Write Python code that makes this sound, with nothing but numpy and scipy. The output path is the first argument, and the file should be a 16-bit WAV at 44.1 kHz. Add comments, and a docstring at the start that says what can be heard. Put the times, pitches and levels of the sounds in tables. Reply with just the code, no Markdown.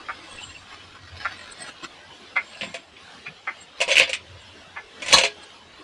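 """A pump valve chatters briefly once a stroke as a hydraulic floor jack is pumped by hand under a car in a garage.
The dry pivot scrapes, squeaks and ticks; then the load shifts and the steel linkage creaks in two loud runs of
slips, the second with a clank. Valve, linkage and clank are impulses ringing modes and scattering under the car; the
pivot is sparse filtered catches and band-passed noise. Short narrow-band tones, one a ringing clink, and dull body
thumps join in; faint hiss, rumble and a low drone lie underneath."""
import sys
import numpy as np
from scipy import signal
from scipy.fft import rfft, irfft
from scipy.io import wavfile
from scipy.ndimage import uniform_filter1d

SR = 44100
rng = np.random.default_rng(int(sys.argv[2]) if len(sys.argv) > 2 else 0)


def transcribe(u):
    """Save the signal u as a 16-bit wav file named by the first command-line argument.

    u: samples, shape (n,) or (channels, n), limited to [-1, 1]; the rate is SR.
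    q: integer samples, one column per channel.
    """
    v = np.clip(np.atleast_2d(u).T, -1, 1)
    q = np.round(v * 32767).astype(np.int16)
    wavfile.write(sys.argv[1], SR, q)


N = 257103
T = np.arange(N) / SR
RING_T = T[:SR // 2]  # time since a blow, s
ROOM_T60_S = 0.14

# Jack arm modes. Each row: nominal frequency in Hz, mean level in dB, T60 in s.
ARM_MODES = [(2197, 10, 0.086), (2170, -12.5, 0.22), (2550, 18.5, 0.086), (2840, -7, 0.13),
             (2870, -4, 0.22), (2730, -11.5, 0.068), (2860, -31, .2), (3430, 10, 0.17), (3260, 2, 0.053)]
# Jack frame modes. Each row: nominal frequency in Hz, mean level in dB, T60 in s.
FRAME_MODES = [(421, -27, 0.32), (530.3, 0.5, 0.093), (541, -8.5, 0.056), (583.5, 3.5, 0.052),
               (675, -6.5, 0.12), (958, -15.5, 0.18), (1027, -9, 0.074)]
# Spectrum of the scattered snap. Each row: frequency in Hz, relative level in dB.
SNAP_SPECTRUM = [(200, -34), (700, -23.5), (1400, -18.5), (1800, -11.5), (2300, -1), (2900, -5.5),
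                 (3500, -12), (4800, -14), (8000, -58), (11000, -54)]
# Spectrum of the bright edge of a slip. Each row: frequency in Hz, relative level in dB.
EDGE_SPECTRUM = [(2500, -13.5), (4300, -1), (6000, 7.5), (8200, 2.5), (10000, -6.5), (11500, -28)]


def linkage(snap_db=3, hardening=0.37, scatter_db=-13, arm_db=-17, frame_db=-3, edge_db=-3, tick_db=4,
            edge_t60_s=0.1, ripple_db=3.0, edge_ripple_db=6, swell_s=0.0015):
    """Each slip is a snap that rings the arm and frame and scatters under the car; light slips are rounder."""
    out = np.zeros(N)
    edge = colour(EDGE_SPECTRUM)
    tick = edge / np.abs(edge).max()
    swell = 1 - np.exp(-(RING_T / swell_s) ** 2)  # the heavy parts take a few ms to start ringing
    for start_s, level_db, ring_db, bright_db in slips():
        add(out, start_s, undb(level_db * (1.5 + hardening) + snap_db) * snap())
        add(out, start_s + 0.001072, undb(bright_db + tick_db) * tick)

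        snap_tail = through(scatter(ROOM_T60_S), colour(SNAP_SPECTRUM, ripple_db))
        add(out, start_s, undb(level_db + scatter_db) * snap_tail)
        edge_tail = through(scatter(edge_t60_s), colour(EDGE_SPECTRUM, edge_ripple_db))
        add(out, start_s, undb(bright_db + edge_db) * edge_tail)

        arm = undb(level_db + arm_db) * ring(ARM_MODES)
        frame = undb(ring_db + frame_db) * ring(FRAME_MODES)
        add(out, start_s, swell * (arm + frame))
    return out


# Creaks of the loaded linkage, each a run around its strongest slip. Each row: time of the strongest slip in s,
# slips before and slips after (rounded, negative means none), mean gap in s, then that slip's snap, frame ring
# and bright edge in dB before the linkage's trims.
CREAKS = [(2.6102, 0, 1, .007, -13, -32.5, -44), (2.6314, 0, 0, .01, -16, -28.5, -53),
          (2.7413, 0, 1, .007, -18, -26.5, -36), (2.9648, 0.5, -1, .01, -30.5, -57, -66),
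          (3.2627, 0, 0.5, .01, -26, -54, -60), (3.8124, 1, 1, .011, -7, -15, -23.5),
          (3.915, 4, 1, 0.0098, -4.5, -12.5, -23.5), (3.9682, 1, 0, 0.011, -1, -24, -23.5),
          (3.9815, 0, 0, .01, -2, -21, -19), (3.9977, 0, 3, 0.011, -0.5, -14.5, -27),
          (4.0745, 0.5, 0, .01, -17, -31, -46), (4.0932, 0, -0.5, .01, -13, -24, -29),
          (4.131, 0, 0, .01, -8, -57, -25.5), (5.02, 0, 1, .011, -18.5, -31.5, -34.5),
          (5.0612, 0, 0, .01, -19, -31, -32), (5.0827, 0, 1, .006, -10.5, -25, -27),
          (5.1101, 0, 0, .01, -10.5, -27, -27.5), (5.1268, 0, 0, .01, -3.5, -22, -9),
          (5.1837, 2, 0, .011, -4, -13, -16.5), (5.2121, 0, 0, .01, -8.5, -20.5, -28),
          (5.236, 0, 2, .008, -6, -14, -24)]
BUILD_DB_PER_SLIP, DIE_DB_PER_SLIP = 2, 2.4
LESSER_DB = -2.5  # extra step from the strongest slip to all others
GAP_SPREAD = 0.13  # timing scatter as a share of the gap


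def slips():
    """Stick and slip: slips come at uneven gaps, grow up to the strongest and then die away."""
    for start_s, before, after, gap_s, *levels_db in CREAKS:
        yield start_s, *levels_db
        for k in [*range(-round(before), 0), *range(1, round(after) + 1)]:
            offset_s = gap_s * (k + GAP_SPREAD * rng.standard_normal())
            step_db = BUILD_DB_PER_SLIP if k < 0 else DIE_DB_PER_SLIP
            weaker_db = LESSER_DB - abs(k) * step_db
            yield start_s + offset_s, *(np.array(levels_db) + weaker_db)


def snap(hz=2700, width_s=0.00049, lag_s=0.00091):
    """A burst of about three cycles, pitched a little differently at each slip."""
    pitch = 1 + 0.028 * rng.standard_normal()
    phase = rng.uniform(0, 2 * np.pi)
    envelope = np.exp(-((RING_T - lag_s) / width_s) ** 2 / 2)
    return envelope * np.sin(2 * np.pi * hz * pitch * RING_T + phase)


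# Blows of the handle socket on the frame. Each row: start in s, level in dB before the clank's trims.
CLANKS = [(5.122, -18.5), (5.127, -16), (5.133, -9), (5.139, -8), (5.162, -37), (5.184, -21.5),
          (5.235, -21), (5.433, -47.5)]
# Socket modes. Each row: nominal frequency in Hz, mean level in dB, T60 in s.
SOCKET_MODES = [(551, 5, 0.091), (1030, 5, 0.15), (1112, 3.5, 0.14), (1660, -3, 0.1), (2960, 5.5, 0.18),
                (3396, 12, 0.12), (3840, -13.5, 0.17), (4210, 16, 0.08), (4290, 3, 0.3), (6300, -1, 0.29)]
# Spectrum of the crash. Each row: frequency in Hz, relative level in dB.
CLANK_SPECTRUM = [(59, -32), (100, -22), (398, -20), (888, -1.5), (1040, -4.5), (1330, -10), (1410, -33),
                  (1650, 1), (2420, -29), (4070, 2), (5170, -14), (8200, -17.5), (12000, -69), (15600, -79),
                  (22000, -120)]


def clank(modes_db=-5, crash_db=-1, t60_s=0.13, ripple_db=3):
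    """The socket strikes the frame and bounces: each blow rings modes and a crash of filtered noise."""
    out = np.zeros(N)
    body = colour(CLANK_SPECTRUM, ripple_db)
    for start_s, level_db in CLANKS:
        crash = through(scatter(t60_s), body)
        add(out, start_s, undb(level_db) * (undb(modes_db) * ring(SOCKET_MODES) + undb(crash_db) * crash))
    return out


# Valve chatter. Each row: start in s, rms level over the first 1/32 s in dB, centre in Hz, length in s.
VALVE_CHATTER = [(0.085, -28.5, 1440, 0.018), (1.249, -24.5, 1770, 0.014), (2.356, -19.5, 2380, 0.023),
                 (3.259, -39.5, 2630, 0.015), (3.47, -26, 2050, 0.021), (4.76, -33, 1800, 0.023)]
# Spectrum of the valve body. Each row: frequency in Hz, relative level in dB.
VALVE_SPECTRUM = [(200, -58), (550, 2.5), (720, 4), (900, 5.5), (1080, -16), (1380, 6), (1800, -5),
                  (2250, 1), (2650, -11), (3200, -29), (4200, -21.5), (7000, -30.5)]
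# Pump body modes. Each row: nominal frequency in Hz, mean level in dB, T60 in s.
PUMP_MODES = [(700, -20, 0.13), (880, 6.5, 0.034), (1168, 19.5, 0.02), (1340, -12, 0.082),
              (1502, -22, 0.095), (1614, -20, 0.11), (1737, 4, 0.097), (2080, 2, 0.077), (2258, -1, 0.097),
              (3290, -4, 0.039)]


def valve(rate_hz=230, width_hz=1250, wet_db=-29, t60_s=0.14, modes_db=-21, swell_s=0.012):
    """The valve ball rattles on its seat for a few beats, muffled by the oil, and rings the pump body."""
    out = np.zeros(N)
    for start_s, level_db, hz, length_s in VALVE_CHATTER:
        chance = rng.standard_normal((24, 2))
        gaps_s = np.exp(.3 * chance[:, 0]) / rate_hz
        times_s = np.cumsum(gaps_s) - gaps_s[0]
        envelope = np.exp(-(times_s / length_s) ** 2) * (1 - np.exp(-(times_s + 0.0022) / swell_s))
        beats = np.zeros(len(RING_T))
        beats[(times_s * SR).astype(int)] = undb(2.5 * chance[:, 1]) * envelope

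        reflected = beats + undb(wet_db) * through(beats, scatter(t60_s))
        knocks = through(reflected, colour(VALVE_SPECTRUM))
        knocks = knocks + undb(modes_db) * through(beats, ring(PUMP_MODES))
        rattle = resonate(knocks, hz, width_hz)
        rattle = resonate(rattle, 1610, 4600)  # oil rounds each beat
        add(out, start_s, undb(level_db) * rattle / np.std(rattle[:SR // 32]))
    return out


# Rubs as the handle moves, and two sharp ticks at 1.844 and 5.435 s. Each row: peak time in s, swell time in s,
# scrape and squeal in dB before trims.
RUBS_AND_TICKS = [(0.42, 0.13, -46, -45), (0.73, .025, -36.5, -78), (1.26, 0.18, -39.5, -80),
                  (1.42, .04, -46, -52.5), (1.524, .013, -61, -39.5), (1.62, 0.041, -38, -44.5),
                  (1.684, 0.021, -33.5, -46), (1.844, .013, -29.5, -45), (2.62, .12, -43, -48.5),
                  (3.62, 0.021, -58, -50), (3.81, 0.021, -31, -60), (3.96, 0.09, -33, -57),
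                  (4.42, 0.021, -58, -56), (5.13, 0.084, -30, -46), (5.435, .01, -38, -51),
                  (5.81, 0.079, -49.5, -78)]
# Light scrape of the handle between them, interpolated. Each row: time in s, level in dB before the scrape trim.
DRAG = [(0, -47.5), (1.9, -50.5), (2.2, -56), (5.8, -55)]
# Spectrum of the scrape. Each row: frequency in Hz, relative level in dB.
SCRAPE_SPECTRUM = [(200, -3), (700, -2.5), (1400, 2.5), (2100, 0.5), (2750, -0.5), (3300, -2), (5200, -7),
                   (7000, -22), (10000, -27.5)]
# Squeal resonances. Each row: frequency in Hz, width of the first band-pass in Hz, mean relative level in dB.
SQUEAL_MODES = [(2730, 290, -4), (4230, 470, 8), (7470, 230, 9.5), (8150, 110, 5), (8480, 78, 1.5)]


def pivot(scrape_db=-1, squeal_db=0, grain_db=8, wet_db=-25):
    """Rubs and two ticks: tiny uneven catches of dry steel in shifting colour, with a thin squeal on top."""
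    peak_s, swell_s, scrape, squeal = np.transpose(RUBS_AND_TICKS)
    caught = rng.random(N) < 900 / SR  # about 900 catches per second
    catches = rng.standard_normal(N) * caught * undb(grain_db * rng.random(N))
    catches = catches + undb(wet_db) * through(catches, scatter(ROOM_T60_S))
    grit = patchy(through(catches, colour(SCRAPE_SPECTRUM)), depth_db=5.5)
    whistle = patchy(hopping(rng.standard_normal(N), SQUEAL_MODES), depth_db=7.5)

    drag = undb(np.interp(T, *np.transpose(DRAG)))
    scraping = np.sqrt(swells(peak_s, swell_s, scrape, release=1.15, roundness=1.14) + drag ** 2)
    squealing = np.sqrt(swells(peak_s, swell_s, squeal, release=1.05, roundness=1.4))
    return grit * scraping * undb(scrape_db) + whistle * squealing * undb(squeal_db)


def hopping(x, modes):
    """Resonances whose levels wander independently as the contact point moves."""
    total = 0
    for hz, width_hz, level_db in modes:
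        tone = resonate(resonate(x, hz, width_hz), hz, width_hz * 2)
        total = total + undb(level_db + 2 * walk(21.02)) * unit(tone)
    return unit(total)


# Short narrow-band tones: pivot squeaks and one ringing clink at 3.277 s.
# Each row: peak time in s, level in dB, frequency in Hz.
SHORT_TONES = [(0.393, -36.5, 2720), (0.437, -37.5, 2900), (0.5, -44, 2740), (0.558, -40, 2730),
               (2.55, -42.5, 2700), (3.277, -33, 2414)]


def short_tones(width_hz=160, length_s=0.0097):
    """Pivot squeaks and one ringing clink: narrow-band noise under a short bell envelope."""
    out = np.zeros(N)
    for peak_s, level_db, hz in SHORT_TONES:
        swell = np.exp(-((T - peak_s) / length_s) ** 2 / 2)
        tone = swell * resonate(resonate(rng.standard_normal(N), hz, width_hz), hz, width_hz * 2)
        out += undb(level_db) * tone * np.linalg.norm(swell) / np.linalg.norm(tone)
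    return out


# Dull thumps of the car body. Each row: start in s, rms level over the first 1/25 s in dB, frequency in Hz.
THUMPS = [(2.61, -51.5, 90), (2.615, -41.5, 186), (2.65, -45, 204), (3.269, -49, 160), (3.99, -45.5, 200),
          (4.55, -51, 296), (5.129, -34, 194), (5.134, -40, 55.6), (5.791, -50, 350)]


def car_body(t60_s=0.2):
    """The car's panels and springs answer with short dull thumps: decaying noise, band-passed twice."""
    out = np.zeros(N)
    for start_s, level_db, hz in THUMPS:
        thump = resonate(resonate(scatter(t60_s), hz, hz * 0.57), hz, hz * 0.57)
        add(out, start_s, undb(level_db) * thump / np.std(thump[:SR // 25]))
    return out


# Spectrum of the hiss. Each row: frequency in Hz, relative level in dB.
AIR_SPECTRUM = [(24, -29), (40, -31), (81, -1.5), (127, -15), (198, -5.5), (364, -5), (472, -4), (720, -5),
                (2440, -8.5), (3020, -4), (11000, -31.5), (14300, -87), (22000, -120)]
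# Swells of the low drone. Each row: peak time in s, swell time in s, level in dB before the drone trim.
DRONE_SWELLS = [(0.5, 0.29, -50.5), (1.15, .2, -43), (4.33, 0.15, -41), (5.13, 0.055, -42)]
DRONE_HZ, DRONE_WIDTH_HZ = 88.9, 21.7
DRONE_REST_DB = -64.5  # before the drone trim
AIR_DB = -49  # mean, before flicker


def garage(drone_db=-4, flicker_db=1.8, rumble_db=-64):
    """A faintly flickering hiss, an uneven rumble and a low wavering drone, all filtered noise."""
    hiss = patchy(through(rng.standard_normal(N), colour(AIR_SPECTRUM, size=4096)), depth_db=4.0)
    air = hiss * undb(AIR_DB + flicker_db * walk(7))

    low_noise = resonate(resonate(rng.standard_normal(N), 150, 280), 150, 400)
    rumble = patchy(low_noise, depth_db=10.5) * undb(rumble_db + 2 * walk(8.1))

    drone = resonate(rng.standard_normal(N), DRONE_HZ, DRONE_WIDTH_HZ)
    drone = unit(resonate(drone, DRONE_HZ, DRONE_WIDTH_HZ * 2))
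    power = undb(DRONE_REST_DB) ** 2 + swells(*np.transpose(DRONE_SWELLS), release=0.78, roundness=0.95)
    return air + rumble + drone * np.sqrt(power) * undb(drone_db)


def undb(db):
    """Decibels to gain."""
    return 10 ** (np.asarray(db) / 20)


def unit(x):
    """Scale to rms 1."""
    return x / np.sqrt(np.mean(x ** 2))


def fade(t60_s):
    """Exponential decay, 60 dB down at t60_s."""
    return np.exp(-np.log(1000) * RING_T / t60_s)


def through(x, response):
    """Convolve, keeping the length."""
    return signal.fftconvolve(x, response)[:len(x)]


def add(track, start_s, sound):
    """Mix a sound in at start_s."""
    i = max(int(start_s * SR), 0)
    track[i:i + len(sound)] += sound[:N - i]


def ring(modes):
    """Decaying modes, nominally rms 1 at the start; every blow meets them at another place."""
    hz, db, t60_s = np.transpose(modes)
    chance = rng.standard_normal((len(hz), 2))
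    gain = undb(db + 5.0 * chance[:, 0])
    detuned_hz = hz * (1 + 0.0066 * chance[:, 1])
    signed_gain = gain * rng.choice([-1, 1], len(hz))
    waves = [g * fade(t60) * np.sin(2 * np.pi * f * RING_T)
             for f, g, t60 in zip(detuned_hz, signed_gain, t60_s)]
    return sum(waves) / np.sqrt(np.sum(gain ** 2) / 2)


def scatter(t60_s):
    """Dense short reflections between the floor and the underside of the car."""
    return rng.standard_normal(len(RING_T)) * fade(t60_s) * (1 - np.exp(-RING_T / 0.00061))


def colour(points, ripple_db=0, size=2048):
    """Causal unit-energy response of a (Hz, dB) spectrum; ripple adds random unevenness across frequency, in dB."""
    hz, db = np.transpose(points)
    f = np.maximum(np.arange(size // 2 + 1) * SR / size, 1)
    ripple = ripple_db * np.interp(f, np.linspace(0, SR / 2, 240), rng.standard_normal(240))
    magnitude = undb(np.interp(np.log(f), np.log(hz), db) + ripple)
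    # Fold the cepstrum for minimum phase.
    cepstrum = irfft(np.log(magnitude))
    cepstrum[1:size // 2] *= 2
    cepstrum[size // 2 + 1:] = 0
    response = irfft(np.exp(rfft(cepstrum)))
    return response / np.linalg.norm(response)


def resonate(x, hz, width_hz):
    """Two-pole band-pass."""
    return signal.lfilter(*signal.iirpeak(hz, hz / width_hz, fs=SR), x)


def low_pass(x, hz):
    """Steep elliptic low-pass."""
    return signal.sosfilt(signal.ellip(8, .2, 75, hz, fs=SR, output="sos"), x)


def walk(rate_hz):
    """Slow random wander of rms 1 through rate_hz knots per second."""
    knots = rng.standard_normal(2048)
    return unit(np.interp(T * rate_hz, np.arange(len(knots)), knots))


def patchy(x, depth_db, size=1024):
    """Narrow bands swell and fade for a few hundredths of a second each."""
    spectra = signal.stft(x, nperseg=size)[2]
    wander = uniform_filter1d(rng.standard_normal(spectra.shape), size=3, axis=0)  # across frequency
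    wander = uniform_filter1d(wander, size=6, axis=1)  # across time
    return unit(signal.istft(spectra * undb(depth_db * unit(wander)), nperseg=size)[1][:N])


def swells(peaks_s, lengths_s, levels_db, release, roundness):
    """Summed power of sounds that swell to a peak and fade; release is the fade's share of the swell time."""
    power = 0
    for peak_s, length_s, level_db in zip(peaks_s, lengths_s, levels_db):
        distance = np.maximum(peak_s - T, (T - peak_s) / release) / length_s
        power = power + undb(level_db) ** 2 * np.exp(-2 * distance ** roundness)
    return power


def scene():
    """All sources at one microphone, a step or two away."""
    return (linkage() + clank() + valve() + pivot() + short_tones() + car_body() + garage())[None]


MIC_TOP_HZ, TOP_HZ = 11100, 15700


def record(dry):
    """The phone's microphone hears a limited band, clips the loudest snaps and cuts the top."""
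    clipped = np.clip(low_pass(dry, MIC_TOP_HZ), -.92, .92)
    return low_pass(clipped, TOP_HZ)


dry = scene()
out = record(dry)
transcribe(out)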